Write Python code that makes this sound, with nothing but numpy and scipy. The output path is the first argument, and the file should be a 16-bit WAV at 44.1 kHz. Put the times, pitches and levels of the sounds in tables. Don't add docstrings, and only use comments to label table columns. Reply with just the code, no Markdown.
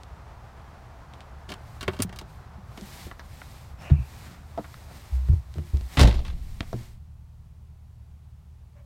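import sys
import numpy as np
from scipy import signal
from scipy.fft import rfft, irfft, next_fast_len
from scipy.io import wavfile
from scipy.ndimage import uniform_filter1d

SR = 44100
rng = np.random.default_rng(int(sys.argv[2]) if len(sys.argv) > 2 else 0)


def int16_out(signal):
    q = np.round(np.clip(np.atleast_2d(signal).T, -1, 1) * 32767)
    wavfile.write(sys.argv[1], SR, q.astype(np.int16))


N = 390417
T = np.arange(N) / SR
SHUT_S = 6.01

# frequency in Hz, relative level in dB.
OUTSIDE_SPECTRUM = [(110, -36.5), (180, -2), (298, -6.5), (466, -6), (511, -6), (729, 0), (1350, -6),
                    (2840, -20), (5360, -25), (9730, -34.5), (10500, -37.5), (12600, -36), (15500, -43)]
CABIN_SPECTRUM = [(150, -30), (250, -5.5), (347, -9.5), (385, -4), (474, -8.5), (795, -5), (852, -5.5),
                  (1380, -11.5), (1510, -14), (2090, -15.5), (15500, -26)]
EXHAUST_SPECTRUM = [(20, -10.5), (35, -8), (48, -3.5), (62, 2.5), (85, -5), (120, -3), (160, -11),
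                    (210, -18.5), (300, -35.5), (500, -57), (2000, -100)]
SWISH_SPECTRUM = [(200, 13), (480, 2.5), (770, 8), (1500, 1.5), (1980, 6), (2900, 1), (3920, 2.5),
                  (5200, 0.5), (6200, -2), (8500, -2), (10300, -6.5), (11500, -4.5), (14000, -5.5),
                  (16000, -11)]
SCUFF_SPECTRUM = [(200, 16.5), (450, -5), (620, -1.5), (1400, 0.5), (2800, -6.5), (3400, -11), (8000, -17),
                  (15000, -51)]
CREAK_SPECTRUM = [(300, -22), (480, 1.5), (600, 9), (1400, 0), (2300, -1.5), (2820, -5), (3200, -15),
                  (4500, -31), (5350, -15), (6000, -17), (15000, -29)]
# start in seconds, end in seconds, change in dB.
SCREENING = [(2.0, 3.3, -4.5), (5.15, 5.497, -5)]
# multiple of the firing rate, relative level in dB.
FIRING_HARMONICS = [(1, -15), (2, 1), (3, -5), (4, -14), (5, -25.5)]
# peak time, rise and fall in seconds, relative level in dB.
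SWISHES = [(1.73, 0.14, 0.13, -60), (1.95, 0.11, .06, -60), (2.3, 0.031, 0.12, -62),
           (3.01, 0.24, 0.094, -47.5), (3.48, 0.29, 0.25, -54.5), (3.83, 0.04, .08, -58.5),
           (4.22, 0.25, 0.17, -53), (4.72, 0.28, 0.33, -56.5), (4.97, 0.087, 0.093, -52.5),
           (5.15, 0.12, .05, -54), (5.28, 0.14, 0.15, -58), (5.8, 0.36, 0.6, -56.5),
           (5.97, 0.073, 0.057, -46.5), (6.57, .28, 0.29, -57.5), (6.82, 0.17, 0.11, -55.5)]
# start and length in seconds, level in dB.
SCUFFS = [(1.48, 0.037, -48), (3.772, 0.14, -47), (4.09, 0.37, -50.5), (4.873, 0.13, -53),
          (6.77, 0.081, -55)]
# start and length in seconds, slips per second, level in dB.
CREAKS = [(3.774, 0.2, 230, -47), (8.749, 0.077, 580, -62.5)]
# start and length in seconds, centre and width in Hz, level in dB.
SQUEALS = [(3.782, 0.075, 5350, 200, -63), (3.821, 0.11, 2650, 500, -51.5), (3.89, 0.21, 2530, 450, -57),
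           (8.743, 0.12, 578, 50, -64.5)]
# start in seconds, level in dB,
# boom in Hz, nominal t60 and rise in seconds, panel mode offset in dB.
THUDS = [(1.878, -20.5, 90, 0.11, .004, -3), (1.881, -18.5, 363, 0.063, 0.0071, -14.5),
         (1.996, -17.5, 265, 0.053, 0.0016, -15), (2.002, -24, 99.7, 0.26, 0.0094, -3),
         (2.048, -23.5, 181, 0.13, 0.0021, -16), (2.579, -38.5, 192, 0.16, 0.0076, -14),
         (2.815, -30.5, 199.5, 0.13, 0.014, -13.5), (3.052, -31, 72, .15, 0.013, 0),
         (3.907, -4.5, 75.5, 0.18, 0.017, 2), (3.987, -18.5, 66.3, 0.21, 0.0058, 0.5),
         (5.113, -17, 64.2, 1.0, 0.03, -19.5), (5.286, -9, 68.2, 0.3, 0.011, -1.5),
         (5.326, -4, 77.7, 0.12, 0.0087, -18), (5.563, -19, 79.1, 0.23, 0.029, -2),
         (5.734, -10.5, 69, 0.22, 0.0094, -11.5), (5.811, -20.5, 62.5, 0.26, 0.014, -16),
         (5.973, -11.5, 72, 0.22, .008, 2), (6.003, -2, 72, 0.18, .016, -3.5),
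         (6.046, -3, 57.5, 0.29, 0.0039, -4.5), (6.06, -18.5, 192.4, .16, 0.0049, -20),
         (6.151, -20, 61.6, .5, 0.013, -22), (6.282, -23.5, 59, .35, .02, -32),
         (6.608, -22.5, 80, .07, .003, -10), (6.736, -25, 119.2, 0.32, .006, -6.5)]
# multiple of the boom, relative level in dB, share of the boom's t60.
PANEL_MODES = [(1.87, -3, .8), (2.95, -21, .6)]
# start in seconds, relative levels of panel ring, hollow body and contact tick in dB,
# t60 in seconds.
FITTING_BLOWS = [(0.0334, -41.5, -45, -50, 0.022), (1.1362, -39.5, -49, -55, 0.063),
                 (1.2055, -37, -53, -54, 0.11), (2.7765, -34, -36, -50, 0.085),
                 (2.8107, -44, -40.5, -47, 0.061), (5.5398, -42, -58, -52.5, 0.038),
                 (5.7703, -43, -45, -50, 0.031), (5.8096, -40, -41, -52, 0.033),
                 (6.6059, -19.5, -25, -43.5, 0.037)]
FOOT_BLOWS = [(2.7749, -36.5, -41.5, -50, 0.18), (3.0674, -50, -37.5, -51, 0.08),
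              (3.9, -30, -29.5, -56, 0.13), (5.2862, -39, -36, -60, 0.13), (5.3332, -46, -35, -60, 0.09),
              (5.5566, -43, -38.5, -61, 0.22), (5.5836, -36.5, -31.5, -56, 0.087),
              (5.7408, -43, -34.5, -58, 0.15), (6.741, -41, -28.5, -62, 0.075),
              (6.7644, -54, -40, -59, 0.18)]
TRIM_BLOWS = [(3.1133, -27.5, -40, -57, 0.042), (3.1946, -29.5, -42.5, -45.5, 0.079),
              (3.4169, -30.5, -49, -65, 0.023), (4.576, -31, -21.5, -51, 0.067),
              (4.5833, -49, -22.5, -63, 0.077), (4.6437, -33, -45, -67, 0.06),
              (4.7418, -34.5, -66, -50, 0.026), (4.9118, -44, -40.5, -70, 0.038),
              (6.6282, -38, -39, -62, 0.035), (6.7294, -32, -24.5, -44.5, 0.036)]
OPENING_BLOWS = [(1.4906, -29.5, -41, -42.5, 0.19), (1.5035, -37, -36.5, -44, 0.069),
                 (1.5185, -24.5, -35.5, -41.5, 0.058), (1.5384, -32, -55, -46, 0.029),
                 (1.8092, -26, -46, -37.5, 0.077), (1.8287, -23.5, -34.5, -40, 0.06),
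                 (1.8794, -13.5, -20, -39, 0.062), (1.9329, -33.5, -38, -49, 0.12),
                 (1.966, -36, -52, -54, .08), (1.99, -32, -33.5, -44, .08),
                 (2.0017, -23, -24.5, -39.5, 0.06), (2.0939, -35.5, -44.5, -55, 0.056),
                 (2.1267, -33.5, -41.5, -51.5, 0.076), (2.161, -38.5, -63, -47, 0.091),
                 (2.1884, -29.5, -51, -38.5, 0.052), (2.2134, -39, -38, -52, 0.057)]
SLAM_BLOWS = [(5.971, -14, -20, -31, 0.18), (5.9933, -9, -14.5, -20, 0.11), (6.0122, -17, -14, -19, 0.13),
              (6.0289, -16, -17.5, -27, 0.08), (6.0395, -22, -15.5, -44.5, 0.064),
              (6.0545, -25, -25, -40.5, 0.086), (6.0733, -21, -22, -31.5, 0.092),
              (6.1101, -27.5, -45, -44, 0.1), (6.1413, -33, -42, -43, 0.15), (6.25, -33.5, -55, -46, 0.18),
              (6.2796, -37, -54, -49, 0.081), (6.3011, -39.5, -59, -60, 0.059)]
# start in seconds, peak in dB.
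LATCH_SNAPS = [(2.0215, -9.5), (2.032, -22.5)]
# frequency in Hz, relative level in dB, nominal t60 in seconds.
FLOOR_MODES = [(207, -1, 0.16), (322, -2.5, .1), (357, -2.5, 0.18), (422, -9.5, 0.058), (573, -17.5, 0.072)]
TRIM_MODES = [(298, -5, 0.12), (400, -2.5, 0.059), (524, -3, 0.072), (658, 4.5, 0.048), (944, -7.5, 0.078),
              (1356, -6.5, 0.066), (1687, -4, 0.028), (1967, -7.5, 0.053)]
LATCH_MODES = [(2362, -11.5, .05), (5710, -17, 0.048), (8740, -1, 0.029), (8750, -5.5, 0.042),
               (9320, 3.5, 0.011), (10690, -1, 0.025), (14830, -6.5, .055)]
DOOR_MODES = [(191.2, -7.5, 0.23), (285, -24.5, 0.023), (384, -4.5, 0.11), (615, -4.5, 0.077),
              (700, -6, .08), (1085, -12, 0.1), (1150, -1.5, 0.0732), (1401, -14, 0.068), (1682, -4, 0.059),
              (2250, -3, 0.058), (2820, 2, 0.041), (3130, -1, 0.0467)]
SHELL_MODES = [(215.2, -1, 0.14), (270, -2, 0.21), (503.5, -10.5, 0.15), (580, -7.5, .2), (697, -3.5, 0.11),
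               (874, -16, 0.15), (884, -9.5, 0.19), (1088, -7.5, 0.065), (1574, -10, .16),
               (1790, -15.5, 0.14), (1970, -10.5, 0.18), (2085, -11, 0.19), (2660, -11, .12),
               (3120, -10, .12), (3760, -15.5, .1)]
# frequency in Hz, relative level in dB.
FITTING_SPECTRUM = [(150, 2), (300, -3), (1000, -9.5), (1500, 1.5), (3600, 2), (5500, -3.5), (9000, -9.5),
                    (15000, -32)]
FLOOR_SPECTRUM = [(100, -3), (220, 2), (450, -5.5), (800, -18), (1500, -23.5), (4000, -31.5), (15000, -48)]
TRIM_SPECTRUM = [(200, 14), (400, 0), (750, 2.5), (1700, 1.5), (2600, -12), (4000, -11.5), (6000, -19),
                 (9000, -54), (15000, -38)]
DOOR_SPECTRUM = [(100, -6.5), (250, 1), (700, -10.5), (1500, 0), (3800, -13), (6000, -24.5), (9000, -29),
                 (15000, -38.5)]
SHELL_SPECTRUM = [(100, 2), (230, 2), (400, -4), (700, -4), (1500, -10.5), (2600, -11), (4100, -11),
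                  (6000, -18), (9000, -24), (15000, -36.5)]


def undb(db):
    return 10 ** (np.asarray(db) / 20)


def unit_rms(x):
    return x / np.sqrt(np.mean(x ** 2) + 1e-18)


def ramp(start_s, end_s, from_db, to_db):
    return undb(np.interp(T, [start_s, end_s], [from_db, to_db]))


def closing(open_db, shut_db):
    return ramp(SHUT_S - 0.05, SHUT_S + 0.05, open_db, shut_db)


def add(out, start_s, x):
    i = int(start_s * SR)
    out[i:i + len(x)] += x[:N - i]


def colour(x, spectrum):
    hz, db = np.transpose(spectrum)
    size = next_fast_len(len(x))
    bins_hz = np.maximum(np.fft.rfftfreq(size, 1 / SR), 1)
    gain = undb(np.interp(np.log(bins_hz), np.log(hz), db))
    low_cut = np.minimum(bins_hz / hz[0], 1) ** 2
    return unit_rms(irfft(rfft(x, size) * gain * low_cut, size)[:len(x)])


def band(x, lo_hz, hi_hz):
    return signal.sosfilt(signal.butter(3, [lo_hz, hi_hz], btype="band", fs=SR, output="sos"), x)


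def wander(rate_hz):
    hold = int(SR / rate_hz)
    return uniform_filter1d(np.repeat(rng.standard_normal(N // hold + 1), hold), hold)[:N]


def decay(t, t60_s):
    return np.exp(-np.log(1000) * t / t60_s)


def swell(size):
    return np.sqrt(np.hanning(size))


def ring(t, modes, detune=0, t60_scale=0.97):
    shifts = 1 + detune * rng.standard_normal(len(modes))
    return sum(undb(db) * decay(t, t60_s * t60_scale) * np.sin(2 * np.pi * hz * shift * t)
               for (hz, db, t60_s), shift in zip(modes, shifts))


def blows(rows, modes, spectrum, *, modes_db, impact_db, body_db, panel_db, tick_db,
          tick_t60_scale, tail_db, tail_t60_s, nominal_t60_s):
    out, t = np.zeros(N), np.arange(SR // 2) / SR
    head = SR // 50
    chatter = undb(2.5 * wander(450))
    for start_s, row_panel_db, row_body_db, row_tick_db, t60_s in rows:
        force = rng.standard_normal(len(t)) * unit_rms(np.roll(chatter, -int(start_s * SR))[:len(t)])
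        force[head // 20] += undb(impact_db)
        dense = colour(force, spectrum)
        tail = undb(tail_db) * decay(t, tail_t60_s)
        clear = undb(modes_db) * ring(t, modes, detune=0.011, t60_scale=t60_s / nominal_t60_s)
        struck = clear + dense * (decay(t, t60_s) + tail)
        body = band(struck, 150, 900)
        panel = band(struck, 900, 4000)
        tick = band(dense * (decay(t, t60_s * tick_t60_scale) + tail / 2), 4000, 17000)
        for part, db in ((body, row_body_db + body_db), (panel, row_panel_db + panel_db),
                         (tick, row_tick_db + tick_db)):
            add(out, start_s, undb(db) * part / np.std(part[:head]))
    return out


def air(outside_db=-52, sealed_db=-29, cabin_db=-68.5):
    screening = np.prod([ramp(start_s, end_s, 0, db) for start_s, end_s, db in SCREENING], axis=0)
    outside = colour(rng.standard_normal(N), OUTSIDE_SPECTRUM) * undb(outside_db + 1.1 * wander(23))
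    cabin = undb(cabin_db) * colour(rng.standard_normal(N), CABIN_SPECTRUM)
    return outside * screening * closing(0, sealed_db) + cabin


def engine(firing_hz=37.84, base_db=-50, wander_db=2):
    phase = 2 * np.pi * np.cumsum(firing_hz * (1 + 0.005 * wander(4))) / SR
    hum = unit_rms(sum(undb(db + 1.5 * wander(4.6)) * np.sin(order * phase + rng.uniform(0, 2 * np.pi))
                       for order, db in FIRING_HARMONICS))
    rumble = colour(rng.standard_normal(N), EXHAUST_SPECTRUM)
    gain = undb(base_db + wander_db * wander(1.2))
    return gain * (hum * closing(0, 2) + rumble * closing(4.5, -1.5))


def swishes(gain_db=1, edge_db=-10, grain_db=1, flutter_db=0.85):
    power = np.zeros(N)
    for peak_s, rise_s, fall_s, db in SWISHES:
        from_peak = (T - peak_s) / np.where(T < peak_s, rise_s, fall_s)
        power += undb(db + edge_db * from_peak ** 2) ** 2
    hiss = rng.standard_normal(N) * undb(grain_db * wander(1500) + flutter_db * wander(45))
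    return undb(gain_db) * np.sqrt(power) * colour(hiss, SWISH_SPECTRUM)


def scuffs(judder_db=3.5):
    envelope = np.zeros(N)
    for start_s, length_s, db in SCUFFS:
        add(envelope, start_s, undb(db) * swell(int(length_s * SR)))
    friction = rng.standard_normal(N) * undb(judder_db * wander(250))
    return envelope * colour(friction, SCUFF_SPECTRUM)


def creaks(jitter=0.021, grit_db=5):
    out = np.zeros(N)
    for start_s, length_s, slip_hz, db in CREAKS:
        size = int(length_s * SR)
        cycles = np.cumsum(slip_hz * (1 + jitter * wander(260)[:size])) / SR
        jerks = unit_rms(np.diff(np.floor(cycles), prepend=0))
        grit = undb(grit_db) * rng.standard_normal(size)
        add(out, start_s, undb(db) * swell(size) * colour(jerks + grit, CREAK_SPECTRUM))
    return out


def squeals():
    out = np.zeros(N)
    for start_s, length_s, hz, width_hz, db in SQUEALS:
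        size = int(length_s * SR)
        tone = unit_rms(band(rng.standard_normal(size), hz - width_hz / 2, hz + width_hz / 2))
        add(out, start_s, undb(db) * swell(size) * tone)
    return out


def fitting_clicks():
    return blows(FITTING_BLOWS, TRIM_MODES, FITTING_SPECTRUM, modes_db=-11.5, impact_db=28.5,
                 body_db=-9.5, panel_db=-15.5, tick_db=-7.5, tick_t60_scale=0.97,
                 tail_db=-16, tail_t60_s=0.1, nominal_t60_s=0.051)


def footsteps():
    return blows(FOOT_BLOWS, FLOOR_MODES, FLOOR_SPECTRUM, modes_db=3.5, impact_db=2,
                 body_db=-6, panel_db=-15.5, tick_db=-7.5, tick_t60_scale=0.5,
                 tail_db=-23, tail_t60_s=0.2, nominal_t60_s=0.1)


def trim_knocks():
    return blows(TRIM_BLOWS, TRIM_MODES, TRIM_SPECTRUM, modes_db=-3.5, impact_db=-3,
                 body_db=-9.5, panel_db=-15, tick_db=-9.5, tick_t60_scale=0.6,
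                 tail_db=-21, tail_t60_s=0.22, nominal_t60_s=0.063)


def cabin_thuds():
    out, t = np.zeros(N), np.arange(SR) / SR
    for start_s, db, boom_hz, t60_s, rise_s, panel_db in THUDS:
        panels = [(boom_hz * ratio, mode_db + panel_db, t60_s * share)
                  for ratio, mode_db, share in PANEL_MODES]
        boom = ring(t, [(boom_hz, 0, t60_s)] + panels)
        push = np.sin(np.pi / 2 * np.minimum(t / rise_s, 1)) ** 2
        rise_loss = decay(rise_s / 2, t60_s)
        add(out, start_s, undb(db) * push * boom / rise_loss)
    return out


def latch(clatter_db=3.5, clatter_t60_s=0.039):
    out, t = np.zeros(N), np.arange(SR // 5) / SR
    for start_s, peak_db in LATCH_SNAPS:
        clatter = unit_rms(band(rng.standard_normal(len(t)), 870, 10800)) * decay(t, clatter_t60_s)
        snap = ring(t, LATCH_MODES, detune=0.002) + undb(clatter_db) * clatter
        add(out, start_s, undb(peak_db) * snap / np.abs(snap).max())
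    return out


def door_opening():
    return blows(OPENING_BLOWS, DOOR_MODES, DOOR_SPECTRUM, modes_db=-5, impact_db=13.5,
                 body_db=-6.5, panel_db=-15, tick_db=-4.5, tick_t60_scale=0.81,
                 tail_db=-21, tail_t60_s=0.26, nominal_t60_s=0.06)


def shudder(rock_db=-25, rock_t60_s=2.4, rattle_db=-29.5, rattle_t60_s=0.69, rise_s=0.011):
    since_s = np.maximum(T - SHUT_S, 0)
    rock = colour(rng.standard_normal(N),
                  [(18, -2), (30, -4), (55, -7.5), (100, -17.5), (200, -24.5), (400, -47.5), (1000, -76)])
    contacts = rng.standard_normal(N) * undb(4.9 * wander(300))
    rattle = colour(contacts, [(150, -0.5), (350, 4), (700, 0), (1600, -17), (4000, -10),
                               (8000, -30.5), (15000, -38.5)])
    rock *= undb(rock_db) * decay(since_s, rock_t60_s)
    rattle *= undb(rattle_db) * decay(since_s, rattle_t60_s)
    return np.minimum(since_s / rise_s, 1) * (rock + rattle)


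def door_slam():
    return blows(SLAM_BLOWS, SHELL_MODES, SHELL_SPECTRUM, modes_db=-6.5, impact_db=8.5,
                 body_db=-7, panel_db=-12, tick_db=-8, tick_t60_scale=0.95,
                 tail_db=-20, tail_t60_s=0.28, nominal_t60_s=0.12)


def scene():
    knocks = door_opening() + door_slam() + trim_knocks() + footsteps() + fitting_clicks() + latch()
    booms = cabin_thuds() + shudder()
    friction = swishes() + scuffs() + creaks() + squeals()
    return (knocks + booms + friction + engine() + air())[None]


def record(dry):
    top_hz = 15900
    low_pass = signal.ellip(10, 0.2, 70, top_hz, fs=SR, output="sos")
    return signal.sosfilt(low_pass, np.tanh(dry))


dry = scene()
out = record(dry)
int16_out(out)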